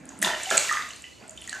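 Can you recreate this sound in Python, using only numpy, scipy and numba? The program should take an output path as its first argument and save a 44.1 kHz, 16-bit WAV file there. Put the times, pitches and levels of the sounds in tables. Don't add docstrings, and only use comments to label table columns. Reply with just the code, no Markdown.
import sys
import numpy as np
from scipy import signal
from scipy.fft import rfft, irfft, next_fast_len
from scipy.io import wavfile
from numba import njit

SR = 44100
rng = np.random.default_rng(int(sys.argv[2]) if len(sys.argv) > 2 else 0)


def volts(x):
    e = np.asarray(x, float) / 20
    return 10 ** e


def inscribe(sig):
    pcm = np.round(np.clip(np.atleast_2d(sig).T, -1, 1) * 32767)
    wavfile.write(sys.argv[1], SR, pcm.astype(np.int16))


N = 70560

# pitch in Hz, peak level in dB before the stereo balance.
HUM = [(119, -65)]
# frequency in Hz, relative level in dB per Hz.
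AIR_SPECTRUM = [(20, -16), (40, -28), (60, 11.5), (80, 7), (100, 4), (140, 4.5), (250, 0), (600, -2.5),
                (1500, -13), (3000, -28), (5000, -22), (7000, -42), (10000, -52), (13000, -32),
                (16000, -48)]
# frequency in Hz, time to fall 60 dB in seconds.
ROOM_T60 = [(200, 0.33), (800, 0.4), (2000, 0.45), (4000, 0.49), (8000, 0.41), (14000, 0.35)]
# frequency in Hz, gain in dB.
ROOM_COLOUR = [(200, -1), (1000, 2.5), (2000, 1.5), (3200, -3), (5000, 1.5), (8000, -3.5), (14000, -5)]
# delay in seconds, gain in dB before the echo tone.
WALL_ECHOES = [(0.0108, -12.5), (0.0236, -17), (0.036, -14)]
# frequency in Hz, gain in dB.
ECHO_COLOUR = [(300, 4), (1500, 1), (3000, 3), (7000, -5.5), (14000, 5)]
# time in seconds, then the rms levels in dB, ahead of the microphone,
# of spray fizz, small-bubble froth and slosh.
CHURN = [(0, -72, -57, -45), (.1, -59, -52.5, -52.5), (.212, -62, -53.5, -43.5), (0.223, -30.5, -36, -44),
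         (.27, -34, -34.5, -60), (.33, -45.5, -39.5, -47.5), (.42, -40.5, -43, -60),
         (0.496, -40.5, -66, -65), (0.51, -30, -28.5, -38.5), (0.581, -31.5, -38, -50),
         (.63, -34.5, -43.5, -62), (.75, -40, -47.5, -54), (.9, -50.5, -57.5, -60),
         (1.149, -59, -105, -65.5), (1.197, -60.5, -54.5, -60), (1.235, -59, -49, -51.5),
         (1.271, -60.5, -55, -57.5), (1.33, -62.5, -62, -60), (1.472, -51, -58.5, -58),
         (1.6, -51, -48.5, -59)]
# frequency in Hz, relative level in dB per Hz.
FIZZ_SPECTRUM = [(880, -15), (1500, -10), (2610, -1), (3410, -4), (4240, -5.5), (5170, -7), (7170, -4),
                 (14600, -34), (16000, -46)]
# pitch in Hz, relative level in dB.
FROTH_LEVEL = [(300, -21.5), (600, -5), (1000, -4), (1400, -3), (2000, -1), (3000, -7.5), (4500, -52)]
# start in seconds, peak level in dB ahead of the microphone, centre in Hz,
# burst time in seconds.
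TICKS = [(0.0551, -38.5, 8560, 0.00058), (0.09, -32.5, 6800, 0.0022), (0.176, -46, 7440, 0.0013),
         (0.19, -35, 8550, 0.00034), (0.2155, -24, 8700, 0.0026), (0.2257, -16, 7220, 0.0019),
         (0.2272, -15, 9450, 0.0015), (0.432, -25.5, 7660, 0.002), (0.5037, -18.5, 7020, 0.0018),
         (0.5702, -13.5, 7520, 0.0034), (0.5774, -6.5, 7120, 0.0012), (0.7244, -20.5, 6900, 0.0018),
         (0.8877, -36, 7600, 0.0015), (0.9049, -38, 6704, 0.0052), (0.9612, -36.5, 7960, 0.0018),
         (1.0216, -34, 7740, 0.0004), (1.279, -40, 7765, 0.0014), (1.308, -37.5, 7550, 0.00055),
         (1.33, -46, 7000, 0.00066), (1.364, -44, 7600, 0.00096), (1.3743, -37, 7750, 0.00059),
         (1.408, -42, 6100, 0.00077), (1.414, -39.5, 8650, 0.0031), (1.4389, -40, 7500, 0.0025),
         (1.4752, -29, 7700, 0.00071), (1.4942, -25.5, 7250, 0.0021), (1.528, -30, 6700, 0.00092),
         (1.5485, -32.5, 6940, 0.00062)]
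# start in seconds, approximate peak level in dB ahead of the microphone,
# starting pitch in Hz, time to fall 60 dB in seconds, upward glide as a third of the full rise (a share).
BUBBLES = [(.025, -45, 254, 0.37, 0.074), (0.101, -42, 270, 0.23, 0.03), (.54, -30.5, 342, 0.044, 0.11),
           (0.546, -34.5, 169, 0.088, 0), (0.334, -26.5, 1850, 0.05, .0), (1.54, -35, 1520, 0.099, 0.0076),
           (0.227, -10.5, 1853, 0.016, 0.024), (0.2467, -13, 3540, 0.017, 0.02),
           (.2475, -22.5, 3900, 0.0075, 0.039), (0.248, -23, 2950, 0.02, .02),
           (0.252, -38, 1870, 0.09, .01), (0.279, -31.5, 1778, 0.067, 0.016), (0.277, -18, 1410, .02, 0.12),
           (.288, -30, 678, 0.095, 0.025), (0.3, -25, 1830, 0.047, 0), (0.3154, -29.5, 3050, 0.044, 0.041),
           (.33, -30, 622, 0.054, 0), (0.349, -23.5, 2840, 0.017, 0.059),
           (0.4575, -29, 3015, 0.025, 0.0062), (.468, -33, 752.4, 0.23, 0.047),
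           (.4933, -22.5, 2100, 0.015, 0.062), (.503, -26, 3600, 0.02, 0.021),
           (0.5108, -16.5, 1667, 0.028, 0.0), (0.511, -16, 1318, 0.024, 0.093),
           (.508, -25.5, 802, 0.053, 0.064), (.552, -26.5, 897, .03, 0.073),
           (.52, -30, 403.7, 0.083, 0.025), (.524, -19.5, 600, 0.027, 0.076), (0.197, -29.5, 201, 0.11, .0),
           (0.239, -24.5, 191.2, 0.11, .0), (.542, -19.5, 1327, 0.022, 0.062),
           (.551, -17.5, 1420, 0.014, 0.082), (0.5774, -11.5, 2210, 0.0076, 0.035),
           (0.579, -14.5, 4090, 0.01, 0.11), (0.663, -22.5, 1440, 0.01, 0.029),
           (0.691, -21.5, 1916, 0.027, 0.024), (0.6956, -18, 1818, 0.053, 0.066),
           (0.7121, -16.5, 1230, 0.064, 0), (0.7237, -18, 1217, 0.019, 0.088),
           (0.7353, -18, 1851, 0.0094, 0.038), (0.741, -16.5, 3172, 0.0038, 0.073),
           (0.7716, -8, 1750, 0.0056, 0.05), (0.75, -29, 1147, 0.058, 0.024),
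           (0.766, -31.5, 1203, 0.056, 0.063), (.793, -29, 1168, 0.066, 0.047),
           (.8235, -28, 1950, 0.017, 0.12), (.8235, -28, 3680, 0.011, 0.0042),
           (0.906, -28, 2830, 0.012, 0.072), (0.9342, -33, 4130, 0.011, 0.043),
           (1.041, -33.5, 2930, 0.019, 0), (1.0415, -39, 1990, 0.032, 0.021),
           (1.0405, -31.5, 2550, 0.0062, 0.17), (1.05, -40, 2980, 0.03, 0.039),
           (1.066, -45.5, 2950, 0.18, 0.002), (1.13, -55, 4200, 0.11, 0.053),
           (1.2006, -51, 4560, 0.027, 0.018), (1.228, -38, 325, 0.014, .03),
           (1.2397, -36, 430, .014, 0.088), (1.2406, -47, 2060, 0.016, 0.019),
           (1.23, -43, 800, 0.025, 0.08), (1.285, -48.5, 638, 0.16, .0), (1.2952, -29, 7120, 0.0075, 0.014),
           (1.354, -39, 305, 0.026, 0.016), (1.3757, -32.5, 3070, 0.018, 0.01),
           (1.379, -40, 3525, 0.039, 0.036), (1.421, -30, 2970, 0.01, 0),
           (1.4425, -35, 3280, 0.0088, 0.085), (1.4771, -31.5, 1895, 0.022, 0.025),
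           (1.486, -39, 1870, 0.14, 0.017), (1.4943, -21.5, 4270, 0.0042, 0.0057),
           (1.5285, -22, 1690, 0.02, 0), (1.529, -30, 2890, 0.0082, 0.031)]
# frequency in Hz, gain in dB.
MIC = [(60, -14), (130, -11.5), (200, -2), (5500, 1), (7300, 3), (9000, 2), (12500, 7.5), (15000, 5),
       (17000, -25)]
# frequency in Hz, gain in dB.
SIDE_COLOUR = [(60, -23.5), (250, -15.5), (1000, -14.5), (3500, -10), (5600, -17.5), (6800, -18),
               (7800, -1), (9000, -4), (10500, -1), (12000, -12), (15000, -20)]
# frequency in Hz, lean to the left in dB before each channel's share.
LEFT_LEAN = [(40, -7), (150, -3), (500, -3.5), (1500, -0.5), (6000, -0.5), (12000, 0.7)]


def curve(table, hz):
    points = np.array(table, float)
    return np.interp(np.log(np.maximum(hz, 1)), np.log(points[:, 0]), points[:, 1])


def colour(x, table, share=1):
    m = next_fast_len(len(x))
    hz = np.arange(m // 2 + 1) * SR / m
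    return irfft(rfft(x, m) * volts(share * curve(table, hz)), m)[:len(x)]


def unit_rms(x):
    return x / np.sqrt(np.mean(x ** 2))


def unit_energy(x):
    return x / np.sqrt(np.sum(x ** 2))


def hum():
    t = np.arange(N) / SR
    return sum(volts(db) * np.sin(2 * np.pi * (hz * t + rng.random())) for hz, db in HUM)


def room_air():
    return unit_rms(colour(rng.standard_normal(N), AIR_SPECTRUM))


def room_tail():
    t = np.arange(int(.9 * SR)) / SR
    hz = np.fft.rfftfreq(len(t), 1 / SR)
    spectrum = rfft(rng.standard_normal(len(t)))
    tail = np.zeros(len(t))
    for centre in 60 * 2. ** np.arange(9):
        octave = np.clip(1 - np.abs(np.log2(np.maximum(hz, 60) / centre)), 0, 1)
        decay = volts(-60 * t / curve(ROOM_T60, centre))
        tail += irfft(spectrum * octave, len(t)) * decay
    return unit_energy(tail * np.clip((t - .003) / 0.018, 0, 1))


def reverb(water):
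    lead = int(.2 * SR)
    primed = np.r_[water[lead:0:-1], water]
    return signal.fftconvolve(primed, colour(room_tail(), ROOM_COLOUR))[lead:lead + N]


def smeared(x):
    spread = rng.standard_normal(400) * np.exp(-np.arange(400) / SR / 0.0021)
    return signal.fftconvolve(x, unit_energy(spread))[:N]


def delayed(x, seconds):
    late = int(seconds * SR)
    return np.r_[np.zeros(late), x[:N - late]]


def tub_echoes(water):
    echoes = volts(-14) * delayed(water, .003)
    recoloured = colour(water, ECHO_COLOUR)
    for seconds, db in WALL_ECHOES:
        echoes += volts(db) * delayed(smeared(recoloured), seconds)
    return echoes


@njit
def ring(n, t, size, hz, t60, glide, rise):
    y = np.zeros(n)
    for e in range(len(t)):
        start, length, cycles = int(t[e] * SR), int(t60[e] * SR), 0.
        for i in range(min(length, n - start)):
            cycles += hz[e] * (1 + 3 * glide[e] * i / length) / SR
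            swell = 1 - np.exp(-cycles / rise)
            fade = np.exp(-6.9 * i / length)
            y[start + i] += size[e] * np.sin(2 * np.pi * cycles) * fade * swell
    return y


def swarm(hz, db, cycles, scatter_db, glide):
    when, luck, spread = rng.random((3, len(hz)))
    size = volts(db - scatter_db * np.log(1 - luck))
    t60 = cycles * (.5 + spread) / hz
    return unit_rms(ring(N, when * N / SR, size, hz, t60, glide * spread, 0.53))


def fizz():
    jumps = volts(1.75 * rng.exponential(size=N // 8 + 1)).repeat(8)[:N]
    return unit_rms(colour(rng.standard_normal(N) * jumps, FIZZ_SPECTRUM))


def froth():
    hz = 300 * 15 ** rng.random(size=1600)
    return swarm(hz, curve(FROTH_LEVEL, hz), cycles=26.0, scatter_db=3.0, glide=0.098)


def slosh():
    hz = 242.6 * np.exp(0.271 * rng.standard_normal(size=300))
    return swarm(hz, 0, cycles=10.9, scatter_db=-0.1, glide=0.04)


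def churn():
    points = np.array(CHURN, float)
    t = np.arange(N) / SR
    fizz_gain, froth_gain, slosh_gain = [volts(np.interp(t, points[:, 0], points[:, k])) for k in (1, 2, 3)]
    return fizz_gain * fizz() + froth_gain * froth() + slosh_gain * slosh()


def ticks():
    y, t = np.zeros(N), np.arange(800) / SR
    for start, db, hz, seconds in TICKS:
        band = [hz / 1.148, min(hz * 1.16, 20000)]
        sos = signal.butter(N=3, Wn=band, btype="bandpass", fs=SR, output="sos")
        swell_and_fade = (t / seconds) ** 0.65 * np.exp(-1.5 * t / seconds)
        burst = signal.sosfilt(sos, rng.standard_normal(800) * swell_and_fade)
        i = int(start * SR)
        y[i:i + 800] += (volts(db) * burst / np.abs(burst).max())[:N - i]
    return y


def bubbles():
    t, db, hz, t60, glide = np.array(BUBBLES, float).T.copy()
    return ring(N, t, volts(db + 1.5), hz, t60, glide, 0.62)


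def scene():
    water = colour(churn() + ticks() + bubbles(), MIC)
    mid = water + tub_echoes(water) + volts(-5) * reverb(water)
    mid = mid + volts(-56.5) * room_air() + hum()
    side = reverb(water) + volts(1.0) * smeared(water)
    side = colour(volts(-4.5) * side + volts(-41.5) * room_air(), SIDE_COLOUR)
    left = colour(mid, LEFT_LEAN, 0.85) + side
    right = colour(mid, LEFT_LEAN, -0.3) - side
    return np.array([left, right])


def top_cut(x):
    return signal.sosfilt(signal.butter(12, 16510, fs=SR, output="sos"), x)


def record(dry):
    return top_cut(dry)


dry = scene()
out = record(dry)
inscribe(out)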